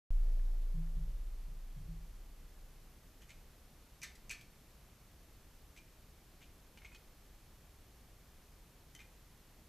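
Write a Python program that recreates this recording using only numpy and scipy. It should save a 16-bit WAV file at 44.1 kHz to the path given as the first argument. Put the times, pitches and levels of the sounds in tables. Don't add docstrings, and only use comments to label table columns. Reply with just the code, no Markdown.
import sys
import numpy as np
from scipy import signal
from scipy.fft import rfft, irfft, next_fast_len
from scipy.io import wavfile
from scipy.ndimage import uniform_filter1d

SR = 44100
rng = np.random.default_rng(int(sys.argv[2]) if len(sys.argv) > 2 else 0)


def store_wav(level_fs):
    pcm = np.round(np.clip(np.atleast_2d(level_fs), -1, 1) * 32767)
    wavfile.write(sys.argv[1], SR, pcm.T.astype(np.int16))


N = 426888
TIME = np.arange(N) / SR
HIT_TIME = TIME[:SR // 2]
START_S, CUTOFF_HZ = .1055, 15300

# (frequency [Hz], relative density [dB])
RUMBLE_SPECTRUM = [(12, -23), (20, 0), (65, -4), (72, -8), (81, -9.5), (109, -12), (162, -13), (185, -16),
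                   (682, -25), (730, -24.5), (1200, -32), (1560, -80), (2640, -120)]
HISS_SPECTRUM = [(600, -9), (1200, 2), (2400, 0), (4500, -2.5), (6000, -2.5), (9000, -5.5), (10600, -6),
                 (11300, -1.5), (12700, -10), (13500, -5), (15200, -12)]
CLOTH_SPECTRUM = [(120, 3.5), (300, 3.5), (550, 4), (900, -7.5), (2000, -21), (6000, -19), (14000, -33)]
RUMBLE_DB, HISS_DB = -60.5, -68.5
# (frequency [Hz], rms wander [Hz], level [dB])
WHINE_TONES = [(4376, 2, -90.5), (11080, 16, -90), (12558, 4, -94), (13067, 5, -84), (13127, 6, -87.5)]
# (frequency [Hz], correlation [0-1])
NOISE_COHERENCE = [(100, 1), (350, 0.99), (1400, 0.9), (3000, 0.75), (6000, 0.6), (10000, 0.56),
                   (13000, 0.87)]
REVERB_COHERENCE = [(1000, 1), (2500, 1), (6000, 1), (10000, 1), (14000, 0.96)]
# (delay [s], relative gain [ratio])
REFLECTIONS = [(.0056, 0.39), (.0069, 0.3), (0.012, .6), (0.0177, 0.089)]
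# (frequency [Hz], t60 [s])
REVERB_TIMES = [(1000, 0.47), (1900, 0.44), (2500, 0.39), (5000, 0.36), (9000, 0.23), (15000, 0.11)]
# (time [s], length [s], level [dB])
CLOTH_MOVES = [(0, 0.53, -69), (.8, 0.31, -73.5), (3.05, 0.17, -79.5)]
CLOTH_ATTACK_S, CLOTH_T60_S = 0.12, 2.3

# (time [s], peak level [dB])
STAND_JOLTS = [(0.103, -40.5), (.957, -38), (1.859, -42.5)]
ROCK_DB, ROCK_MODE, NOD_MODE = -25, (28.44, 5.2), (44.8, 2.16)
# (time [s], relative level [dB], extra gain of the highest mode [dB])
FLOOR_THUDS = [(0.738, -39, -6), (0.763, -44.5, -1), (.963, -40.5, -5.5), (1.47, -52.5, -8),
               (1.758, -40.5, -13.5), (1.876, -50, 3.5)]
# (time [s], relative level [dB])
STAND_TICKS = [(0.395, -54), (0.8725, -58.5)]
THUD_RISE_S, TICK_CHATTER_S = 0.01, .003

# (frequency [Hz], relative level [dB], t60 [s])
LEG_MODES = [(100.2, -10.5, 0.92), (141.2, 2.5, 0.15), (161.4, 5, 0.45)]
TICK_MODES = [(1390, -2, .025), (1580, -2, .025), (1800, 1, .025)]
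SHELL_MODES = [(1520, -11, .04), (2100, 0, .07), (2230, -3, .05), (2400, -1, .08), (2520, -2, .07),
               (3100, -7, .04), (3700, -10, .035), (6100, -9, .04), (6350, -6.5, .04), (7750, -7.5, .06)]
SPRING_MODES = [(2026, -3, .07), (3070, 0, 0.078), (3150, -8, 0.031), (5400, -15, 0.027),
                (5880, -4.5, 0.04), (6150, 1, 0.016), (6630, -3, .02), (7950, -9, .04)]
LOCK_MODES = [(2372, 1, 0.024), (2574, -2.5, 0.034), (2860, -9, .03), (4380, -8, .05), (5050, -6, .04),
              (5170, -9, .05), (6020, -5, .06)]
FRAME_MODES = [(1600, -1, .16), (1766, -1.5, .32), (2024, -3.5, .25), (2353, -2.5, .18), (2510, -6, .15),
               (3000, -5, .2), (3520, -10, .15), (3860, -12, .2), (4188, -5, .22), (5378, -10, .18),
               (5975, -7, .15), (6444, -4, .13), (7690, -4, .11), (10790, -8, .13)]
# (frequency [Hz], relative density [dB])
TICK_CRACK = [(500, -14), (1300, -3), (1750, 0), (2300, -16), (8000, -30)]
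SHELL_CRACK = [(300, -18), (1100, -6.5), (1800, 0.5), (2150, -4.5), (2550, 1), (2850, 1), (3200, 2),
               (4500, -5.5), (6300, -4), (9000, -14.5), (15000, -24)]
SPRING_CRACK = [(300, -12), (1100, -6), (2100, 2), (2600, 1), (5000, -7), (6250, 0.5), (7200, -4),
                (11000, -7), (15000, -21)]
LOCK_CRACK = [(300, -28), (1600, -10), (2000, 0), (2450, 1), (3100, -3), (4400, 2), (6100, 4), (8000, -2),
              (9200, -7), (15000, -22)]
STEEL_CRACK = [(300, -17), (800, -20), (1300, -4.5), (1750, 1.5), (2350, 4.5), (2750, -0.5), (4300, 0.5),
               (5200, -1.5), (6300, 2), (7100, -5), (7700, 1.5), (8600, -7.5), (12000, -8), (15000, -20)]
SCRAPE_SPECTRUM = [(500, -12), (1400, 1), (2100, 4.5), (3400, -6), (4400, -16), (6300, 0), (9000, -10),
                   (15000, -34)]

# (time [s], length [s], level [dB], favoured frequency [Hz])
HOLSTER_SCRAPES = [(3.201, .04, -79, 2900), (3.272, 0.064, -76, 2450), (6.403, .036, -76, 3000),
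                   (6.911, 0.033, -78, 2500), (8.998, .032, -79, 3450)]
# (time [s], relative level [dB])
CATCH_RELEASES = [(3.2205, -55), (8.9497, -46)]
SLIPS_PER_S, CATCH_CHATTER_S = 1500, 0.0023
# (second contact time [s], relative level [dB],
# first against second [dB], tilt [dB/octave], second's favoured frequency [Hz], its width [octaves])
MOUTH_CLACKS = [(3.303, -50, -2, 3, 2150, .15), (5.7735, -49, -4, 3, 2400, .15),
                (6.4254, -52.5, -4, -1, 2850, 0.61), (9.0016, -48, -.5, 0, 2440, 0.1)]
CLACK_GAP_S, CLACK_CHATTER_S, FIRST_WALL_HZ, FIRST_WALL_OCTAVES = 0.011, 0.006, 2090, .1
# (time [s], relative level [dB], tilt [dB/octave], crack against ring [dB], favoured frequency [Hz])
SEATING_KNOCKS = [(6.7735, -50.5, -2.5, 6, 2140), (6.818, -53, -2, 1, 2240), (6.8465, -45, -3.5, -2, 2140),
                  (6.8525, -50.5, -1.5, -2, 2270), (6.9185, -53, -8, -7, 2530),
                  (6.9465, -49, 0.5, 12, 2450)]
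KNOCK_CHATTER_S, GRIPPED_T60_SHARE = 0.0045, 0.5
SLIDE_IN_S = 0.0011

# (hammer fall time [s], relative level [dB], cylinder stop against hammer [dB],
# sear against hammer [dB], trigger held [s], tilt [dB/octave], favoured low and high frequency [Hz])
TRIGGER_PULLS = [(4.0303, -41.5, -11, -8, .123, -0.4, 2020, 6440),
                 (4.308, -40.6, -6.5, -2, .103, 0.45, 2370, 7690)]
STOP_LEAD_S, SEAR_LEAD_S, SEAR_HZ = 0.013, .0062, 2440
REBOUND_S, REBOUND_DB, RETURN_DB = 0.0048, -9, -16.5
# (tilt [dB/octave], chatter time [s])
STOP_CONTACT, SEAR_CONTACT = (2.1, 0.0032), (-5.5, 0.0033)
HAMMER_CONTACT, REBOUND_CONTACT, RETURN_CONTACT = (0, 0.017), (1.5, 0.0051), (1.5, 0.0073)


def from_db(db):
    return 10 ** (np.asarray(db) / 20)


def unit_rms(x):
    return x / np.sqrt(np.mean(x ** 2) + 1e-30)


def unit_energy(x):
    return x / np.sqrt(np.sum(x ** 2) + 1e-30)


def at_hz(points, hz):
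    known_hz, value = np.transpose(points)
    return np.interp(np.log(np.maximum(hz, 1)), np.log(known_hz), value)


def bell(hz, centre_hz, octaves):
    return np.exp(-(np.log2(np.maximum(hz, 1) / centre_hz) / octaves) ** 2)


def decay(t, t60):
    return np.exp(-np.log(1000) * t / max(t60, 1e-4))


def mode(t, hz, t60):
    return np.sin(2 * np.pi * hz * t) * decay(t, t60)


def bins(size):
    return np.arange(size // 2 + 1) * SR / size


def colour(x, gain_db):
    size = len(x)
    cepstrum = irfft(np.log(from_db(gain_db)), size)
    cepstrum[1:size // 2] *= 2
    cepstrum[size // 2 + 1:] = 0
    return irfft(rfft(x) * np.exp(rfft(cepstrum)), size)


def stereo_noise(spectrum=None, coherence=NOISE_COHERENCE, size=N):
    padded = next_fast_len(size, True)
    hz = bins(padded)
    mid, side = rfft(rng.standard_normal((2, padded)))
    alike = np.clip(at_hz(coherence, hz), 0, 1)
    pair = np.sqrt(1 + alike) * mid + np.sqrt(1 - alike) * side * [[1], [-1]]
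    gain = 1 if spectrum is None else from_db(at_hz(spectrum, hz))
    return unit_rms(irfft(pair * gain, padded)[:, :size])


def add(out, s, sound):
    start = int(np.clip(s * SR, 0, N - 1))
    out[start:start + len(sound)] += sound[:N - start]


def impacts(events, modes, crack, crack_db, gain_db, favour_db=0, favour_octaves=1, rise_s=0):
    out, t, hz = np.zeros(N), HIT_TIME, bins(len(HIT_TIME))
    octaves = np.log2(np.clip(hz, 1000, 10000) / 3000)
    for s, db, tilt, chatter_s, *favoured_hz in events:
        chatter = rng.standard_normal(len(t)) * np.exp(-t / chatter_s)
        snap = unit_energy(colour(chatter, at_hz(crack, hz)))
        signs = rng.choice([-1, 1], len(modes))
        ring = sum(sign * from_db(mode_db) * unit_energy(mode(t, f, t60))
                   for sign, (f, mode_db, t60) in zip(signs, modes))
        favour = favour_db * sum(bell(hz, f, favour_octaves) for f in favoured_hz)
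        hit = colour(unit_energy(ring) + from_db(crack_db) * snap, tilt * octaves + favour)
        attack = 1 - np.exp(-t / max(rise_s, 1e-6))
        add(out, s, from_db(db + gain_db) * unit_energy(hit * attack))
    return out


def room_rumble():
    return from_db(RUMBLE_DB) * stereo_noise(RUMBLE_SPECTRUM)


def electronics():
    out = from_db(HISS_DB) * stereo_noise(HISS_SPECTRUM)
    for hz, wander_hz, db in WHINE_TONES:
        pitch = hz + wander_hz * unit_rms(uniform_filter1d(rng.standard_normal(N), size=2000))
        out += from_db(db) * np.sqrt(2) * np.sin(2 * np.pi * np.cumsum(pitch) / SR)
    return out


def living_room(x, direct_db, echo_db, tail_db, build_s, smear_s):
    t = HIT_TIME
    diffuse = rfft(stereo_noise(coherence=REVERB_COHERENCE, size=len(t)))
    hz, centres = bins(len(t)), [f for f, _ in REVERB_TIMES]
    tail = 0
    for band, (_, t60) in zip(np.eye(len(centres)), REVERB_TIMES):
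        band_gain = at_hz(list(zip(centres, band)), hz)
        tail += irfft(diffuse * band_gain, len(t)) * decay(t, t60)
    build_up = 1 - np.exp(-(t / build_s) ** 2)
    response = from_db(tail_db) * unit_energy(tail * build_up)
    response[:, 0] += from_db(direct_db)
    for delay, gain in REFLECTIONS:
        bounce = unit_energy(rng.standard_normal(len(t)) * np.exp(-t / smear_s))
        response += from_db(echo_db) * gain * np.roll(bounce, int(delay * SR))
    return signal.fftconvolve(x[None], response, axes=1)[:, :N]


def clothing(uneven_db):
    pulls = unit_rms(uniform_filter1d(rng.standard_normal(N), size=1200))
    motion = np.zeros(N)
    for s, length, db in CLOTH_MOVES:
        swell = np.clip((TIME - s) / CLOTH_ATTACK_S, 0, 1)
        release = decay(np.maximum(TIME - s - length, 0), CLOTH_T60_S)
        motion = np.maximum(motion, from_db(db) * swell * release)
    return motion * from_db(uneven_db * np.tanh(pulls)) * stereo_noise(CLOTH_SPECTRUM)


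def stand_sway():
    out = np.zeros(N)
    add(out, START_S, from_db(ROCK_DB) * mode(TIME, *ROCK_MODE))
    for s, db in STAND_JOLTS:
        add(out, s, from_db(db) * mode(TIME, *NOD_MODE))
    return out


def floor_thuds(carpet_hz):
    out, t = np.zeros(N), TIME[:SR]
    for s, db, top_db in FLOOR_THUDS:
        ring = sum(from_db(mode_db + extra_db) * mode(t, hz, t60)
                   for (hz, mode_db, t60), extra_db in zip(LEG_MODES, (0, 0, top_db)))
        add(out, s, from_db(db) * ring * (1 - np.exp(-t / THUD_RISE_S)))
    return signal.sosfilt(signal.butter(6, carpet_hz, fs=SR, output="sos"), out)


def stand_ticks():
    ticks = [(s, db, 0, TICK_CHATTER_S) for s, db in STAND_TICKS]
    return impacts(ticks, TICK_MODES, TICK_CRACK, crack_db=2.0, gain_db=13.5)


def holster_scrapes(favour_db, favour_octaves):
    out, t, hz = np.zeros(N), HIT_TIME, bins(len(HIT_TIME))
    for s, length, db, favoured_hz in HOLSTER_SCRAPES:
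        slips = rng.standard_normal(len(t)) * (rng.random(len(t)) < SLIPS_PER_S / SR)
        favour = favour_db * bell(hz, favoured_hz, favour_octaves)
        rasp = unit_rms(colour(slips, at_hz(SCRAPE_SPECTRUM, hz) + favour))
        add(out, s, from_db(db) * rasp * np.sin(np.pi * np.minimum(t / length, 1)))
    return out


def holster_catch():
    pings = [(s, db, 0, CATCH_CHATTER_S) for s, db in CATCH_RELEASES]
    return impacts(pings, SPRING_MODES, SPRING_CRACK, crack_db=0.0, gain_db=7.5, rise_s=0.00071)


def holster_clacks():
    walls = []
    for s, db, first_db, tilt, hz, octaves in MOUTH_CLACKS:
        walls.append((s - CLACK_GAP_S, db + first_db, tilt, FIRST_WALL_HZ, FIRST_WALL_OCTAVES))
        walls.append((s, db, tilt, hz, octaves))
    return sum(impacts([(s, db, tilt, CLACK_CHATTER_S, hz)], SHELL_MODES, SHELL_CRACK, crack_db=3.0,
                       gain_db=7.5, favour_db=9.0, favour_octaves=octaves, rise_s=SLIDE_IN_S)
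               for s, db, tilt, hz, octaves in walls)


def holster_knocks():
    gripped = [(hz, db, t60 * GRIPPED_T60_SHARE) for hz, db, t60 in SHELL_MODES]
    return sum(impacts([(s, db, tilt, KNOCK_CHATTER_S, hz)], gripped, SHELL_CRACK, crack_db,
                       gain_db=7.5, favour_db=8.5, favour_octaves=0.061, rise_s=SLIDE_IN_S)
               for s, db, tilt, crack_db, hz in SEATING_KNOCKS)


def frame_ring(gain_db, favour_db, favour_octaves):
    out = np.zeros(N)
    for s, db, *_, low_hz, high_hz in TRIGGER_PULLS:
        for hz, mode_db, t60 in FRAME_MODES:
            favour = favour_db * (bell(hz, low_hz, favour_octaves) + bell(hz, high_hz, favour_octaves))
            amplitude = rng.choice([-1, 1]) * from_db(db + gain_db + mode_db + favour)
            add(out, s, amplitude * mode(HIT_TIME, hz, t60))
    return out


def dry_fire():
    stops, sears, blows = [], [], []
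    for s, db, stop_db, sear_db, held_s, tilt, low_hz, high_hz in TRIGGER_PULLS:
        stops.append((s - STOP_LEAD_S, db + stop_db, *STOP_CONTACT))
        sears.append((s - SEAR_LEAD_S, db + sear_db, *SEAR_CONTACT, SEAR_HZ))
        steps = [(0, 0, HAMMER_CONTACT, low_hz),
                 (REBOUND_S, REBOUND_DB, REBOUND_CONTACT, high_hz),
                 (held_s, RETURN_DB, RETURN_CONTACT, low_hz)]
        for lag_s, step_db, (step_tilt, chatter_s), hz in steps:
            blows.append((s + lag_s, db + step_db, tilt + step_tilt, chatter_s, hz))
    return (impacts(stops, LOCK_MODES, LOCK_CRACK, crack_db=2.0, gain_db=13.5)
            + impacts(sears, LOCK_MODES, LOCK_CRACK, crack_db=0.0, gain_db=14.0,
                      favour_db=6.0, favour_octaves=0.21, rise_s=0.0014)
            + impacts(blows, LOCK_MODES, STEEL_CRACK, crack_db=23.0, gain_db=12.3,
                      favour_db=4.5, favour_octaves=.2))


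def scene():
    lock = living_room(dry_fire(), direct_db=9.5, echo_db=1.0, tail_db=6.0, build_s=0.003, smear_s=0.0013)
    holster = holster_knocks() + holster_clacks() + holster_catch()
    holster += holster_scrapes(favour_db=9.0, favour_octaves=.16)
    holster = living_room(holster, direct_db=9.0, echo_db=5.5, tail_db=4.0, build_s=0.0036, smear_s=0.0012)
    frame = frame_ring(gain_db=-15.5, favour_db=6.0, favour_octaves=.13)
    stand = stand_sway() + floor_thuds(carpet_hz=191) + stand_ticks()
    background = clothing(uneven_db=4.0) + room_rumble() + electronics()
    return background + stand + holster + frame + lock


def record(dry):
    low_pass = signal.ellip(12, .1, 80, CUTOFF_HZ, fs=SR, output="sos")
    return signal.sosfilt(low_pass, dry * (TIME >= START_S))


dry = scene()
out = record(dry)
store_wav(out)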